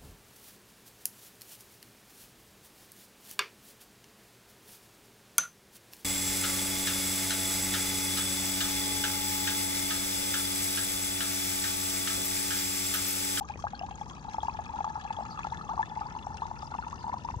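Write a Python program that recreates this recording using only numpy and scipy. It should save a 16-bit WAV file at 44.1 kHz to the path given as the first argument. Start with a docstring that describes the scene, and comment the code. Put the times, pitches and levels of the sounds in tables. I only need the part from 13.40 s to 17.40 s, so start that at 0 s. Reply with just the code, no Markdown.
"""Water trickles into a pool in an upright plastic tube set in sandy soil, heard from just above the rim.
From the start, over a low outdoor rumble, trapped bubbles glug through the tube's air resonance while
droplets spatter and ping in its higher modes. A soft knock bumps the microphone, and fine mist spurts
through the first second. The burble swells and the resonances creep upward. Faint falling chirps, perhaps
a far bird, come at 1.9 s and 3.6 s, with two more spurts between them; two dull knocks end the scene."""
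import sys
import numpy as np
from scipy.fft import rfft, irfft, next_fast_len
from scipy.io import wavfile
from scipy.ndimage import uniform_filter1d, map_coordinates

SR = 44100
rng = np.random.default_rng(int(sys.argv[2]) if len(sys.argv) > 2 else 0)


def generate_wav(signal):
    """Clip the signal to [-1, 1] and save it as 16-bit WAV at the path in sys.argv[1]."""
    frames = np.transpose(np.atleast_2d(signal))
    scaled = np.clip(frames, -1, 1) * 32767
    pcm = np.round(scaled).astype(np.int16)
    wavfile.write(sys.argv[1], SR, pcm)


N = 176400


def amp(db):
    """Decibels to gain."""
    return 10 ** (np.asarray(db) / 20)


def unit(x):
    """Scale to rms 1."""
    return x / np.sqrt(np.mean(x ** 2) + 1e-20)


def along(points, hz):
    """(f/Hz, value) points read on a log axis."""
    f, values = np.transpose(points)
    return np.interp(np.log(hz + 1), np.log(f + 1), values)


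def curve(points):
    """(t/s, value) points, one value per sample."""
    return np.interp(np.arange(N) / SR, *np.transpose(points))


def filtered(x, response):
    """Apply a complex frequency response."""
    n = x.shape[-1]
    size = next_fast_len(n + SR // 10)
    return irfft(rfft(x, size) * response(np.fft.rfftfreq(size, 1 / SR)), size)[..., :n]


def resonance(f, hz, width_hz):
    """Causal response of one mode."""
    return 1j * f * width_hz / (hz * hz - f * f + 1j * f * width_hz)


def add(track, s, sound):
    """Mix a sound into the track at s seconds."""
    i = int(np.clip(s * SR, 0, N - 1))
    track[i:i + len(sound)] += sound[:N - i]


def decay(t, t60_s):
    """Exponential fall, 60 dB in t60_s."""
    return np.exp(-np.log(1000) * t / t60_s)


def ring(hz, t60_s, rise_per_s=0, attack_s=0.00037):
    """Damped sine, faded out by 50 ms; a bubble's pitch rises as it nears the surface."""
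    t = np.arange(SR // 20) / SR
    tone = np.sin(2 * np.pi * hz * (t + rise_per_s * t * t / 2))
    fade = np.minimum(1, 10 * (1 - t / t[-1]))
    return tone * decay(t, t60_s) * (1 - np.exp(-t / attack_s)) * fade


def reflections(x, t60_s, wet_db, block=128):
    """Quick echoes, different at each microphone and new every few milliseconds."""
    t = np.arange(int(t60_s * SR)) / SR
    wet = np.zeros((2, N))
    for i in range(0, N, block):
        tails = rng.standard_normal((2, SR // 15))[:, :len(t)] * decay(t, t60_s)
        for track, tail in zip(wet, tails):
            add(track, i / SR, np.convolve(x[i:i + block], tail / np.linalg.norm(tail)))
    return (x + amp(wet_db) * wet) / np.sqrt(1 + amp(wet_db) ** 2)


# noise spectrum: f/Hz, relative density/dB
RUMBLE_SPECTRUM = [(20, -51), (30, -33), (44, -3), (76, 2.5), (100, -4.5), (160, -3.5), (230, -7.5),
                   (320, -14.5), (560, -20.5), (730, -22), (1200, -98)]
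# left-right likeness: f/Hz, correlation
RUMBLE_CORRELATION = [(30, .3), (60, .55), (140, .88), (400, .72)]
# envelope: t/s, level/dB
RUMBLE_ENVELOPE = [(0, -46.5), (1.7, -47), (2.2, -44.5), (2.6, -47), (4, -45.5)]


def rumble(left_over_right_db=3.0):
    """Low outdoor background, a little stronger on the left."""
    def mid_side(f):
        angle = np.arccos(along(RUMBLE_CORRELATION, f)) / 2
        return amp(along(RUMBLE_SPECTRUM, f)) * [np.cos(angle), np.sin(angle)]

    mid, side = filtered(rng.standard_normal((2, N)), mid_side)
    pan = amp([[left_over_right_db / 2], [-left_over_right_db / 2]])
    return amp(curve(RUMBLE_ENVELOPE)) * unit(np.array([mid + side, mid - side])) * pan


# glides: t/s, length/s, start f/Hz, end f/Hz, level/dB
FAR_CHIRPS = [(1.892, 0.054, 5780, 4320, -51), (3.591, .06, 5170, 4220, -55.5)]


def chirps(waver_hz=260, knots=20):
    """Faint, wavering downward glides with a short echo, perhaps a far bird."""
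    out = np.zeros(N)
    for s, length_s, start_hz, end_hz, db in FAR_CHIRPS:
        progress = np.linspace(0, 1, int(length_s * SR))
        waver = map_coordinates(rng.standard_normal(knots), [progress * (knots - 1)])
        hz = end_hz + (start_hz - end_hz) * (1 - progress) ** 2 + waver_hz * waver
        add(out, s, amp(db) * np.sin(np.pi * progress) * np.sin(2 * np.pi * np.cumsum(hz) / SR))
    return reflections(out, t60_s=0.05, wet_db=4)


# knocks: t/s, left level/dB, f/Hz, t60/s
HANDLING_BUMPS = [(.158, -8, 460, 0.0028), (3.928, -18.5, 80, 0.032), (3.965, -14, 96, 0.047)]


def bumps(right_db=-6):
    """Dull, short knocks on the hand-held microphones."""
    out = np.zeros(N)
    for s, db, hz, t60_s in HANDLING_BUMPS:
        add(out, s, amp(db) * ring(hz, t60_s, attack_s=0.5 / hz))
    return out * amp([[0], [right_db]])


# spurts: t/s, relative level/dB
MIST_SPURTS = [(0.181, -62), (0.584, -64.5), (0.671, -65.5), (0.909, -65), (1.019, -64), (3.228, -66),
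               (3.34, -70)]
# noise spectrum: f/Hz, relative density/dB
MIST_SPECTRUM = [(3800, -15), (5300, 6), (6800, 0.5), (13000, -23)]


def mist(rise_s=0.016, grain_db=4):
    """Spurts of very fine, grainy spray swell and fade."""
    envelope = np.zeros(N)
    age = np.arange(SR // 10) / SR / rise_s
    for s, db in MIST_SPURTS:
        add(envelope, s, amp(db) * age * np.exp(1 - age))
    grain = amp(grain_db * unit(uniform_filter1d(rng.standard_normal(N), size=90)))
    noise = grain * rng.standard_normal((2, N))
    low_hz = MIST_SPECTRUM[0][0]
    return envelope * unit(filtered(noise, lambda f: amp(along(MIST_SPECTRUM, f)) * (f > low_hz)))


# higher air modes at mid-scene: f/Hz, width/Hz, relative level/dB
TUBE_MODES = [(1285, 246, 6), (1703, 61, 8), (1980, 24, -2.5), (2613, 165, 2.5), (3370, 72, 7),
              (3990, 130, -5.5), (4690, 110, -7), (5470, 300, -18.5), (7140, 960, -9.5)]
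# mode strength, greatest with the microphones over the rim: t/s, level/dB
MODE_STRENGTH = [(0, -3), (1.8, 0), (3.2, -6)]


def tube(x, direct_gain, climb_per_s=0.024, steps=7):
    """Higher air modes, climbing as the tube fills, plus a share that comes straight out."""
    modal = np.zeros(x.shape)
    position = np.linspace(0, steps - 1, N)
    for k, s in enumerate(np.linspace(0, N / SR, steps)):
        climb = 1 + climb_per_s * (s - N / SR / 2)
        crossfade = np.maximum(0, 1 - abs(position - k))
        modes = lambda f: sum(amp(db) * resonance(f, hz * climb, width) for hz, width, db in TUBE_MODES)
        modal += filtered(x * crossfade, modes)
    return direct_gain * x + amp(curve(MODE_STRENGTH)) * modal


def spray(count=300, low_hz=2250, high_hz=8170, spread_db=8, scatter_s=0.004, t60_cycles=70):
    """Each droplet throws a brief cloud of four tiny bubbles of similar size."""
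    out = np.zeros(N)
    for k, (when, pitch, size) in enumerate(rng.random((count, 3))):
        s = (k + when) / count * N / SR
        centre_hz = low_hz * (high_hz / low_hz) ** pitch
        for delay, detune, gain in rng.standard_normal((4, 3)):
            hz = centre_hz * np.exp(0.2 * detune)
            bubble = ring(hz, t60_cycles / hz, rise_per_s=3.25)
            add(out, s + scatter_s * abs(delay), amp(spread_db * size ** 2) * gain * bubble)
    return out


def splat(t60_s, attack_s=0.0012):
    """A drop's impact: a soft noise burst that dies at once."""
    t = np.arange(SR // 20) / SR
    return rng.standard_normal(len(t)) * decay(t, t60_s) * (1 - np.exp(-t / attack_s))


def dull(x, cutoff_hz=7500):
    """Low-pass that softens impacts."""
    return filtered(x, lambda f: 1 / (1 + (f / cutoff_hz) ** 4))


def patter(count=150, spread_db=12):
    """Small drops of random size land at a fairly even rate."""
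    out = np.zeros(N)
    for k, (when, size) in enumerate(rng.random((count, 2))):
        add(out, (k + when) / count * N / SR, amp(spread_db * size ** 2) * splat(t60_s=0.034))
    return dull(out)


# drop impacts: t/s, relative level/dB
DROP_SLAPS = [(0.0852, -36), (0.2215, -39), (0.2804, -42), (0.6973, -39), (0.7492, -40), (0.9333, -40),
              (1.029, -38), (1.4436, -37), (1.7255, -38), (1.991, -37), (2.0667, -38), (2.6005, -40),
              (2.9692, -33), (3.066, -37), (3.2218, -40)]


def slaps(drop_db=5.5, pinch_db=-18):
    """Larger drops slap the pool; each large bubble splashes faintly as it pinches off."""
    out = np.zeros(N)
    for s, db in DROP_SLAPS:
        add(out, s, amp(db + drop_db) * splat(t60_s=0.026))
    for s, db, _, _ in LARGE_BUBBLES:
        add(out, s, amp(db + pinch_db) * splat(t60_s=0.016))
    return dull(out)


# envelope of spray, patter and hiss: t/s, relative level/dB
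SPATTER_ENVELOPE = [(0, -62), (.45, -61.5), (1.05, -59), (2, -58), (2.5, -59), (4, -58)]
# colour: f/Hz, level/dB
SPATTER_EQ = [(300, -9.5), (900, 0.5), (1600, -0.5), (2300, -0.5), (3400, -5), (5000, -2), (6700, -2.5),
              (7400, -8), (9000, -9), (10000, -16.5), (12500, -23), (14500, -37.5)]


def spatter(spray_db=-1, patter_db=-3, hiss_db=-1):
    """Spray, patter, the stream's hiss and the slaps, echoed and coloured by the tube."""
    def through_tube(x):
        echoed = reflections(x, t60_s=0.014, wet_db=0)
        return filtered(tube(echoed, direct_gain=0.42), lambda f: amp(along(SPATTER_EQ, f)))

    bed = amp(patter_db) * unit(patter())
    bed += amp(spray_db) * unit(spray())
    bed += amp(hiss_db) * unit(rng.standard_normal(N))
    return amp(curve(SPATTER_ENVELOPE)) * unit(through_tube(bed)) + through_tube(slaps())


# bright bubbles: t/s, relative level/dB, start f/Hz
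SMALL_BUBBLES = [(.046, -45.5, 1140), (0.1384, -43.5, 2380), (0.191, -44.5, 1077), (0.272, -40, 1564),
                 (0.346, -47.5, 1520), (0.352, -45.5, 4280), (.394, -41.5, 2680), (0.3931, -44, 5200),
                 (.423, -49.5, 2900), (0.556, -47, 6760), (0.6134, -54.5, 3280), (0.6976, -48.5, 3250),
                 (.709, -45, 1035), (1.0045, -47, 3320), (1.0968, -43, 2480), (1.2631, -45, 2440),
                 (1.3647, -47, 1330), (1.385, -45, 1250), (1.556, -43, 1290), (1.6134, -49, 1144),
                 (1.7275, -49, 3420), (1.7662, -45.5, 3260), (1.8513, -42, 1180), (1.961, -47, 1310),
                 (1.975, -37.5, 1200), (2.0327, -39.5, 2500), (2.044, -39.5, 1276), (2.1472, -44.5, 1710),
                 (2.172, -47, 3450), (2.211, -38.5, 1234), (2.4285, -32, 1684), (2.428, -51.5, 3380),
                 (2.6175, -39, 1201), (3.1895, -48.5, 4980), (3.2231, -42, 1174), (3.3203, -43, 1340),
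                 (3.425, -41.5, 1397), (3.436, -42.5, 1220),]


def pings(gain_db=6.5, t60_cycles=60):
    """Single small bubbles ring clearly, the smaller the shorter."""
    out = np.zeros(N)
    for s, db, hz in SMALL_BUBBLES:
        add(out, s, amp(db + gain_db) * ring(hz, t60_cycles / hz, rise_per_s=6.5))
    return out


# main air resonance: t/s, f/Hz
CAVITY_PITCH = [(0, 823), (1.2, 881), (2.6, 865), (4, 983)]


def cavity(x, s, width_hz=117, tail_width_hz=40, tail_db=-12):
    """The tube's main air resonance as it stands at time s; a weak, narrow part rings on."""
    hz = np.interp(s, *np.transpose(CAVITY_PITCH))
    response = lambda f: resonance(f, hz, width_hz) + amp(tail_db) * resonance(f, hz, tail_width_hz)
    return filtered(np.pad(x, (0, len(x))), response)


def swarm(count, low_hz, high_hz, t60_cycles, spread_db, rise_per_s):
    """Random bubbles, fairly even in time; yields (t/s, sound)."""
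    for k, (when, pitch, size, life) in enumerate(rng.random((count, 4))):
        s = (k + 2 * when - 1) / count * N / SR
        hz = low_hz * (high_hz / low_hz) ** pitch
        yield s, amp(spread_db * size ** 2) * ring(hz, t60_cycles / hz * (0.5 + life), rise_per_s)


# flow envelope: t/s, relative level/dB
BURBLE_ENVELOPE = [(0, -16.5), (.9, -8), (2.3, -5), (3.7, -4.5), (4, -10.5)]


def burble(low_db=-45, mid_db=-50, lull_db=-1, lull_lead_s=0.016):
    """Weaker bubbles keep the main resonance and the modes just above it alive between glugs."""
    low, mid, lull = np.zeros((3, N))
    for s, bubble in swarm(480, low_hz=700, high_hz=1050, t60_cycles=32, spread_db=4, rise_per_s=10):
        add(low, s, cavity(bubble, s))
    for s, bubble in swarm(760, low_hz=950, high_hz=2300, t60_cycles=24, spread_db=8, rise_per_s=13):
        add(mid, s, bubble)
    for s, *_ in LARGE_BUBBLES:  # the pool quietens while a large bubble is being trapped
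        add(lull, s - lull_lead_s, np.hanning(int(1.07 * lull_lead_s * SR)))
    envelope = amp(curve(BURBLE_ENVELOPE) + lull_db * np.minimum(lull, 1))
    return envelope * (amp(low_db) * unit(low) + amp(mid_db) * unit(tube(mid, direct_gain=0.037)))


# trapped bubbles: t/s, relative level/dB, start f/Hz, t60/s
LARGE_BUBBLES = [(0.0085, -31.5, 756, 0.12), (0.0964, -32, 792, 0.14), (0.2398, -24.5, 666, 0.028),
                 (0.2449, -31, 807, 0.083), (0.2682, -27, 1250, 0.017), (0.3327, -31.5, 752, 0.024),
                 (0.4116, -31, 660, 0.047), (0.4328, -32, 722, 0.074), (0.486, -33.5, 950, 0.054),
                 (0.51, -35.5, 740, 0.045), (0.611, -31.5, 780, 0.04), (0.662, -38.5, 896, 0.064),
                 (0.8461, -35.5, 823, 0.04), (0.882, -34.5, 782, 0.044), (0.944, -26.5, 925, 0.0095),
                 (0.9826, -23.5, 794, 0.013), (1.0309, -25, 806, 0.013), (1.0473, -32, 835, 0.13),
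                 (1.0828, -21, 960, 0.014), (1.0915, -29, 957, 0.049), (1.1441, -34, 830, 0.066),
                 (1.188, -29.5, 778, 0.039), (1.1906, -30.5, 666, 0.04), (1.2927, -32.5, 850, 0.1),
                 (1.3359, -32.5, 800, 0.038), (1.3453, -35, 800, 0.079), (1.3566, -35, 865, 0.085),
                 (1.386, -28.5, 886, 0.04), (1.4051, -25, 774, 0.026), (1.4437, -28.5, 815, 0.068),
                 (1.4437, -25.5, 1166, 0.025), (1.465, -29, 856, 0.012), (1.4754, -27, 863, 0.014),
                 (1.4995, -32, 823, 0.046), (1.5532, -30.0, 820, 0.091), (1.5751, -33, 774, 0.047),
                 (1.6492, -30.5, 770, 0.052), (1.7049, -25.5, 846, 0.02), (1.7676, -34.5, 808, 0.17),
                 (1.7868, -28, 655, 0.019), (1.7919, -32.5, 788, 0.14), (1.8073, -29.5, 674, 0.018),
                 (1.8229, -33, 770, 0.024), (1.9905, -28.5, 1096, 0.056), (2.0475, -28, 863, 0.012),
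                 (2.0687, -27.5, 773, 0.011), (2.12, -28, 858, 0.099), (2.291, -29, 1095, 0.15),
                 (2.2922, -31, 782, 0.039), (2.3073, -30, 813, 0.52), (2.3356, -32, 688, 0.037),
                 (2.377, -24.5, 1070, 0.043), (2.392, -21, 836, 0.045), (2.4056, -25.5, 840, 0.045),
                 (2.429, -31.5, 953, 0.043), (2.5157, -36, 846, 0.052), (2.5634, -31, 850, 0.012),
                 (2.5705, -29, 830, 0.082), (2.6097, -28, 834, 0.029), (2.652, -33.5, 815, 0.36),
                 (2.7499, -31, 983, 0.03), (2.7625, -31.5, 872, 0.064), (2.8676, -27, 750, 0.028),
                 (2.9047, -34, 796, 0.05), (2.9423, -37.5, 804, 0.04), (3.02, -24.5, 946, 0.0096),
                 (3.0293, -30, 1074, 0.063), (3.0536, -30.5, 896, 0.028), (3.1122, -27.5, 792, 0.0083),
                 (3.229, -32, 788, 0.029), (3.318, -31.5, 770, 0.012), (3.3404, -29.5, 1117, 0.07),
                 (3.3489, -29, 770, 0.017), (3.3861, -28, 855, 0.043), (3.4653, -32.5, 882, 0.044),
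                 (3.528, -30.0, 1070, 0.091), (3.6417, -30, 814, 0.04), (3.665, -32, 856, 0.047),
                 (3.6787, -30.5, 795, 0.049), (3.6954, -26, 882, 0.0058), (3.7272, -27.5, 973, 0.068),
                 (3.7397, -24.5, 758, 0.022), (3.767, -34.5, 927, 0.047), (3.8474, -29.5, 856, 0.042),
                 (3.8873, -27, 1064, 0.008), (3.9, -30, 810, 0.023), (3.94, -32, 875, 0.029)]


def glugs(gain_db=-0.5, plop_db=-5.5):
    """Large bubbles pinch off with a plop and sweep upward, filtered by the main air resonance."""
    out = np.zeros(N)
    plop = ring(hz=1136, t60_s=0.015)
    for s, db, hz, t60_s in LARGE_BUBBLES:
        glug = cavity(ring(hz, t60_s, rise_per_s=12), s)
        add(out, s, amp(db + gain_db) * glug / abs(glug).max())
        add(out, s, amp(db + gain_db + plop_db) * plop)
    return out


# water, left over right: f/Hz, level/dB
WATER_BALANCE = [(400, 8), (900, 5), (1400, 1.5), (1700, 6), (2150, -7), (2700, 5.5), (3300, 7),
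                 (5200, 9.5), (6500, 19), (7600, 0), (8800, -0.5), (12000, -5)]


def scene(water_db=2.5, left_lead_s=0.00023):
    """Water over the background; the tube's mouth lies nearer the left microphone."""
    def placement(f):
        sides = np.array([[0.5], [-0.5]])
        return amp(sides * along(WATER_BALANCE, f)) * np.exp(2j * np.pi * f * sides * left_lead_s)

    water = glugs() + burble() + pings() + spatter() + mist()
    background = chirps() + rumble() + bumps()
    return background + amp(water_db) * filtered(water, placement)


def record(dry, top_hz=14000):
    """Brick-wall low-pass."""
    return filtered(dry, lambda f: f < top_hz)


dry = scene()
out = record(dry)
generate_wav(out)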